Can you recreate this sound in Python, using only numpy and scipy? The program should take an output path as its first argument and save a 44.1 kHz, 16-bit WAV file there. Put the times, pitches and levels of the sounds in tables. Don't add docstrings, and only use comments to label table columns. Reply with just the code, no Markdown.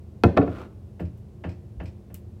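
import sys
import numpy as np
from scipy import signal
from scipy.fft import rfft, irfft
from scipy.io import wavfile

SR = 44100
rng = np.random.default_rng(int(sys.argv[2]) if len(sys.argv) > 2 else 0)


def master_out(mix):
    frames = np.transpose(np.atleast_2d(mix))
    ceiling = np.clip(frames, -1, 1)
    pcm = np.round(ceiling * 32767).astype(np.int16)
    wavfile.write(sys.argv[1], SR, pcm)


N = 105840
T = np.arange(N) / SR
HZ = np.fft.rfftfreq(N, 1 / SR)
SOUND_SIZE = SR // 2


def amp(db):
    return 10 ** (np.asarray(db) / 20)


def unit(x):
    return x / np.sqrt(np.mean(x ** 2) + 1e-20)


def read(table, hz, axis=1):
    columns = np.transpose(table)
    return np.interp(np.log(hz + 1), np.log(columns[0] + 1), columns[axis])


def colour(table):
    white_to_octave = np.sqrt(SR / 2 / np.log(2) / np.maximum(HZ, 20))
    return amp(read(table, HZ)) * white_to_octave


def add(mix, s, sound):
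    part = mix[max(round(s * SR), 0):][:len(sound)]
    part += sound[:len(part)]


def filtered_noise(gain):
    return irfft(rfft(rng.standard_normal(N)) * gain, N)


def waver(hz):
    return unit(filtered_noise(np.exp(-(HZ / hz) ** 2)))


def dull(x, hz):
    r = np.exp(-2 * np.pi * hz / SR)
    return signal.lfilter([1 - r], [1, -r], x)


def causal(x, gain):
    cepstrum = irfft(np.log(gain), N)
    cepstrum[1:N // 2] *= 2
    cepstrum[N // 2 + 1:] = 0
    response = np.exp(rfft(cepstrum))
    return irfft(rfft(x, N) * response, N)[:SOUND_SIZE]


def dying(table, gain):
    hz = np.fft.rfftfreq(SOUND_SIZE, 1 / SR)
    spectrum = rfft(rng.choice([-1., 1.], SOUND_SIZE))
    centres = np.geomspace(50, 16000, 10)
    noise = np.zeros(SOUND_SIZE)
    for centre, pick in zip(centres, np.eye(len(centres))):
        weight = read(np.c_[centres, pick], hz)
        band = irfft(spectrum * weight, SOUND_SIZE)
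        t60 = read(table, centre, axis=2)
        noise += band * 1e-3 ** (T[:SOUND_SIZE] / t60)
    return causal(noise, gain)


def snap(table):
    return causal([np.sqrt(SR / 1000)], colour(table))


def mode(hz, db, t60, lag_s):
    t = T[:SOUND_SIZE] - lag_s
    swell = np.sin(np.pi / 2 * np.clip(t / lag_s + .5, 0, 1)) ** 2
    return amp(db - 60 * t / t60) * swell * np.sin(2 * np.pi * hz * t)


def arrival(hz, lag_s, power):
    return lag_s * (100 / hz) ** power


# (frequency [Hz], relative colour [dB], t60 [s])
ROOM_TAIL = [(60, -15, 1), (231, 11.5, 0.25), (996, 1.5, 0.35), (3060, -3.5, 0.41), (8000, 2, 0.25),
             (16200, 1, 0.17)]
ROOM_DELAY_S = .006


def room(x):
    tail = dying(ROOM_TAIL, amp(read(ROOM_TAIL, HZ)))
    out = np.zeros(N)
    add(out, ROOM_DELAY_S, signal.fftconvolve(x, tail / np.linalg.norm(tail)))
    return out


# (frequency [Hz], rms level [dB], unsteadiness [0-1])
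FRIDGE_TONES = [(56.5, -54, 0), (81, -50, .5), (86.3, -62.5, 1), (113.8, -52.5, 0.23), (205.2, -54, 0.01),
                (352.7, -60, 0.7), (1075, -82.5, .5)]
# (frequency [Hz], level per octave [dB])
ROOM_RUSH = [(20, -100.5), (32, -68), (45, -76.5), (80, -43.5), (140, -50), (250, -57.5), (380, -56.5),
             (600, -62.5), (1000, -72), (1600, -77.5), (2600, -77.5), (5000, -79.5), (9500, -80),
             (13000, -81), (16000, -82)]
HUM_WAVER_HZ = 3.1


def fridge():
    out = filtered_noise(colour(ROOM_RUSH))
    for hz, db, unsteady in FRIDGE_TONES:
        drift = waver(HUM_WAVER_HZ) + 1j * waver(HUM_WAVER_HZ)
        turn = np.exp(2j * np.pi * (hz * T + rng.random()))
        tone = ((1 + unsteady * drift) * turn).real
        out += amp(db) * unit(tone)
    return out


# (time [s], level [dB], extra ring level [dB], dull above [Hz],
# contact place [0 first - 1 second], crack level relative to the blow [dB], contact time [s])
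BLOWS = [(.2367, 0, -2, 9130, 0.069, -0.5, .0008), (0.3676, -10, -26.5, 2400, 1, -4.5, 0.0017),
         (.3738, -1.5, -1.5, 5550, 1, -4, 0.0011), (0.414, -16.5, 3.5, 3020, 1, -23, 0.0028),
         (0.4283, -18, -5.5, 2840, 0, -4, 0.0029), (0.4764, -21, 3.5, 2200, 0.3, -20, 0.0024)]
# (frequency [Hz], level struck at the first place [dB], level at the second [dB], t60 [s])
COUNTER_MODES = [(81.1, -9, -22, .2), (107.3, -6.5, -11, 0.14), (174, -11.5, -14.5, 0.23),
                 (222.8, -19.5, -39, 0.13), (281.4, -15.5, -8.5, 0.27), (348.5, -8.5, -21.5, 0.15),
                 (445, -27.5, -16.5, 0.27), (463.4, -13, -20.5, 0.18), (497.8, -25.5, -19.5, 0.13),
                 (555, -19.5, -28, 0.26), (697.3, -17.5, -23.5, .18), (711.3, -14, -19, 0.14),
                 (790, -16.5, -28, 0.058), (1158, -25.5, -19.5, 0.068), (1365, -14.5, -17, .07),
                 (1771, -24.5, -21, 0.062), (2560, -22, -23, 0.048), (3337, -38, -48, 0.04),
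                 (4522, -29, -37, 0.022)]
# (frequency [Hz], level per octave [dB], t60 [s])
CLATTER_RING = [(40, -54, 0.11), (160, -18, 0.16), (414, -12, 0.13), (755, -13, 0.088), (900, -22.5, .06),
                (1020, -13, 0.046), (1320, -15.5, .05), (1620, -19, .045), (2260, -22, 0.033),
                (2450, -23.5, 0.035), (2890, -22.5, .04), (4070, -30.5, .035), (6660, -44, .04),
                (14200, -43, 0.033)]
# (frequency [Hz], level per octave over 1 ms [dB])
CRACK_SNAP = [(40, -63.5), (300, -20.5), (900, -25), (2500, -19.5), (5800, -26.5), (7200, -35),
              (16000, -34)]
COUNTER_LAG_S, COUNTER_LAG_POWER = 0.01658, 1.7
KNOCK_WET_DB = -11.5


def knocks():
    out, crack = np.zeros(N), snap(CRACK_SNAP)
    for s, db, ring_db, dull_hz, place, crack_db, contact_s in BLOWS:
        bright = np.zeros(N)
        onset = np.minimum(T[:SOUND_SIZE] / contact_s, 1)
        add(bright, s, dying(CLATTER_RING, colour(CLATTER_RING)) * onset)
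        add(bright, s, amp(crack_db) * crack)
        bright = amp(db) * dull(dull(bright, dull_hz), dull_hz)
        out += bright + amp(KNOCK_WET_DB) * room(bright)
        for hz, first_db, second_db, t60 in COUNTER_MODES:
            level = db + ring_db + np.interp(place, [0, 1], [first_db, second_db])
            ring = mode(hz, level, t60, arrival(hz, COUNTER_LAG_S, COUNTER_LAG_POWER))
            softness = 1 + (hz / dull_hz) ** 2
            add(out, s, ring / softness)
    return out


# (frequency [Hz], level per octave [dB])
SCRAPE = [(60, -54), (200, -49), (310, -41), (600, -47), (900, -53), (1200, -47.5), (1400, -44.5),
          (1600, -55), (2600, -56.5), (4000, -63), (6700, -70), (7800, -69.5), (10000, -74.5), (16000, -74)]
SLIDE_START_S, SLIDE_END_S, SLIDE_RISE_S, SLIDE_FALL_S = 0.4, 0.6885, 0.15, 0.078
SLIPS_PER_S, SLIDE_UNEVEN_DB, SLIDE_UNEVEN_HZ = 5000, 1.05, 45


def slide():
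    slip_now = rng.random(N) < SLIPS_PER_S / SR
    slips = unit(rng.standard_normal(N) * slip_now)
    grip = amp(SLIDE_UNEVEN_DB * waver(SLIDE_UNEVEN_HZ))
    rise = np.clip((T - SLIDE_START_S) / SLIDE_RISE_S, 0, 1)
    fall = np.clip((SLIDE_END_S - T) / SLIDE_FALL_S, 0, 1)
    scrape = irfft(rfft(slips * rise * fall * grip) * colour(SCRAPE), N)
    return scrape + amp(KNOCK_WET_DB) * room(scrape)


# (time [s], thump level [dB], clack level [dB])
FOOTFALLS = [(.9945, 1, -4.5), (1.4377, -2, 1.5), (1.7993, -6, -2.5), (2.1, -15, -20)]
# (frequency [Hz], level [dB], t60 [s])
BOARD_MODES = [(86.5, -23, 0.31), (118, -37.5, 0.66), (172.7, -28, 0.326), (206.7, -40.5, .28),
               (274.4, -40, 0.39), (322.3, -34.5, 0.25), (346, -37, 0.29), (390.5, -39, 0.17),
               (469, -37, 0.19), (548, -41, 0.21), (613, -44.5, 0.3), (708, -40.5, 0.12),
               (1398, -53.5, 0.16)]
# (frequency [Hz], level per octave [dB], t60 [s])
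FOOT_CLACK = [(60, -45.5, 0.17), (150, -43, 0.1), (462, -39.5, 0.12), (770, -41, 0.2), (1071, -46.5, 0.18),
              (1850, -41.5, 0.14), (2580, -43.5, 0.098), (3100, -46.5, .07), (3360, -56.5, 0.24),
              (5900, -68, 0.15), (14800, -87, .1)]
# (time [s], frequency [Hz], level [dB], t60 [s])
SOFT_THUDS = [(1.755, 59.5, -24.5, .22), (1.845, 72, -32, 0.16)]
# (time [s], level [dB], dull above [Hz])
RATTLE_HITS = [(1.004, -8, 12000), (1.053, -8, 9000), (1.4923, 0.5, 8000), (1.5162, -6, 8000),
               (1.857, 1, 9000), (1.878, -4.5, 8000)]
# (frequency [Hz], level per octave [dB], t60 [s])
RATTLE_NOISE = [(600, -55, 0.088), (1500, -70, .12), (2380, -50.5, 0.099), (3330, -62, 0.14),
                (5070, -58.5, 0.17), (5160, -57, .1), (6600, -64, .1), (7700, -61, 0.068),
                (8850, -67, 0.039), (15000, -69, 0.053)]
# (frequency [Hz], level [dB], t60 [s])
JINGLE_MODES = [(5230, -59, 0.032), (7700, -65.5, 0.058), (10700, -69, 0.038)]
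BOARDS_LAG_S, BOARDS_LAG_POWER = 0.0316, 1.268
CLACK_RISE_S, THUD_RISE_S = 0.0017, 0.0225
STEP_WET_DB = -9


def steps():
    bright, body = np.zeros(N), np.zeros(N)
    clack = dying(FOOT_CLACK, colour(FOOT_CLACK))
    clack *= np.minimum(T[:SOUND_SIZE] / CLACK_RISE_S, 1)
    thump = np.zeros(SOUND_SIZE)
    for hz, db, t60 in BOARD_MODES:
        thump += mode(hz, db, t60, arrival(hz, BOARDS_LAG_S, BOARDS_LAG_POWER))
    rattle = dying(RATTLE_NOISE, colour(RATTLE_NOISE))
    for hz, db, t60 in JINGLE_MODES:
        add(rattle, 0, mode(hz, db, t60, 1 / hz))
    for s, thump_db, clack_db in FOOTFALLS:
        add(bright, s, amp(clack_db) * clack)
        add(body, s, amp(thump_db) * thump)
    for s, hz, db, t60 in SOFT_THUDS:
        add(body, s, mode(hz, db, t60, THUD_RISE_S))
    for s, db, dull_hz in RATTLE_HITS:
        add(bright, s, amp(db) * dull(rattle, dull_hz))
    return body + bright + amp(STEP_WET_DB) * room(bright)


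# (time [s], level [dB], extra snap level [dB])
CLICK_HITS = [(1, -15, -16), (1.176, -19, -12), (1.837, -18, -13), (2.1443, 0, 0.5)]
# (frequency [Hz], level per octave over 1 ms [dB])
CLICK_SNAP = [(300, -72), (2800, -66.5), (6000, -49.5), (8000, -45), (9500, -45), (13500, -33),
              (16000, -33)]
# (frequency [Hz], level per octave [dB], t60 [s])
CLICK_TAIL = [(797, -71, .2), (2880, -55, 0.14), (3710, -63.5, 0.18), (6640, -59.5, 0.16),
              (7900, -52, 0.12), (9440, -58, 0.16), (11000, -52, .21), (12300, -60, 0.16), (13400, -49, .2),
              (16000, -61, .18)]


def click():
    out = np.zeros(N)
    pulse = snap(CLICK_SNAP)
    tail = dying(CLICK_TAIL, colour(CLICK_TAIL))
    for s, db, snap_db in CLICK_HITS:
        add(out, s, amp(db) * (amp(snap_db) * pulse + tail))
    return out


def scene():
    return (fridge() + knocks() + slide() + steps() + click())[None]


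BASS_CUT_HZ, TREBLE_CUT_HZ = 46, 16300


def record(dry):
    bass_cut = signal.butter(2, BASS_CUT_HZ, "high", fs=SR, output="sos")
    heard = signal.sosfilt(bass_cut, dry)
    rounded = heard / (1 + heard ** 8) ** (1 / 8)
    band_limit = signal.firwin(255, TREBLE_CUT_HZ, window=("kaiser", 9), fs=SR)
    return signal.oaconvolve(rounded, band_limit[None], "same")


dry = scene()
out = record(dry)
master_out(out)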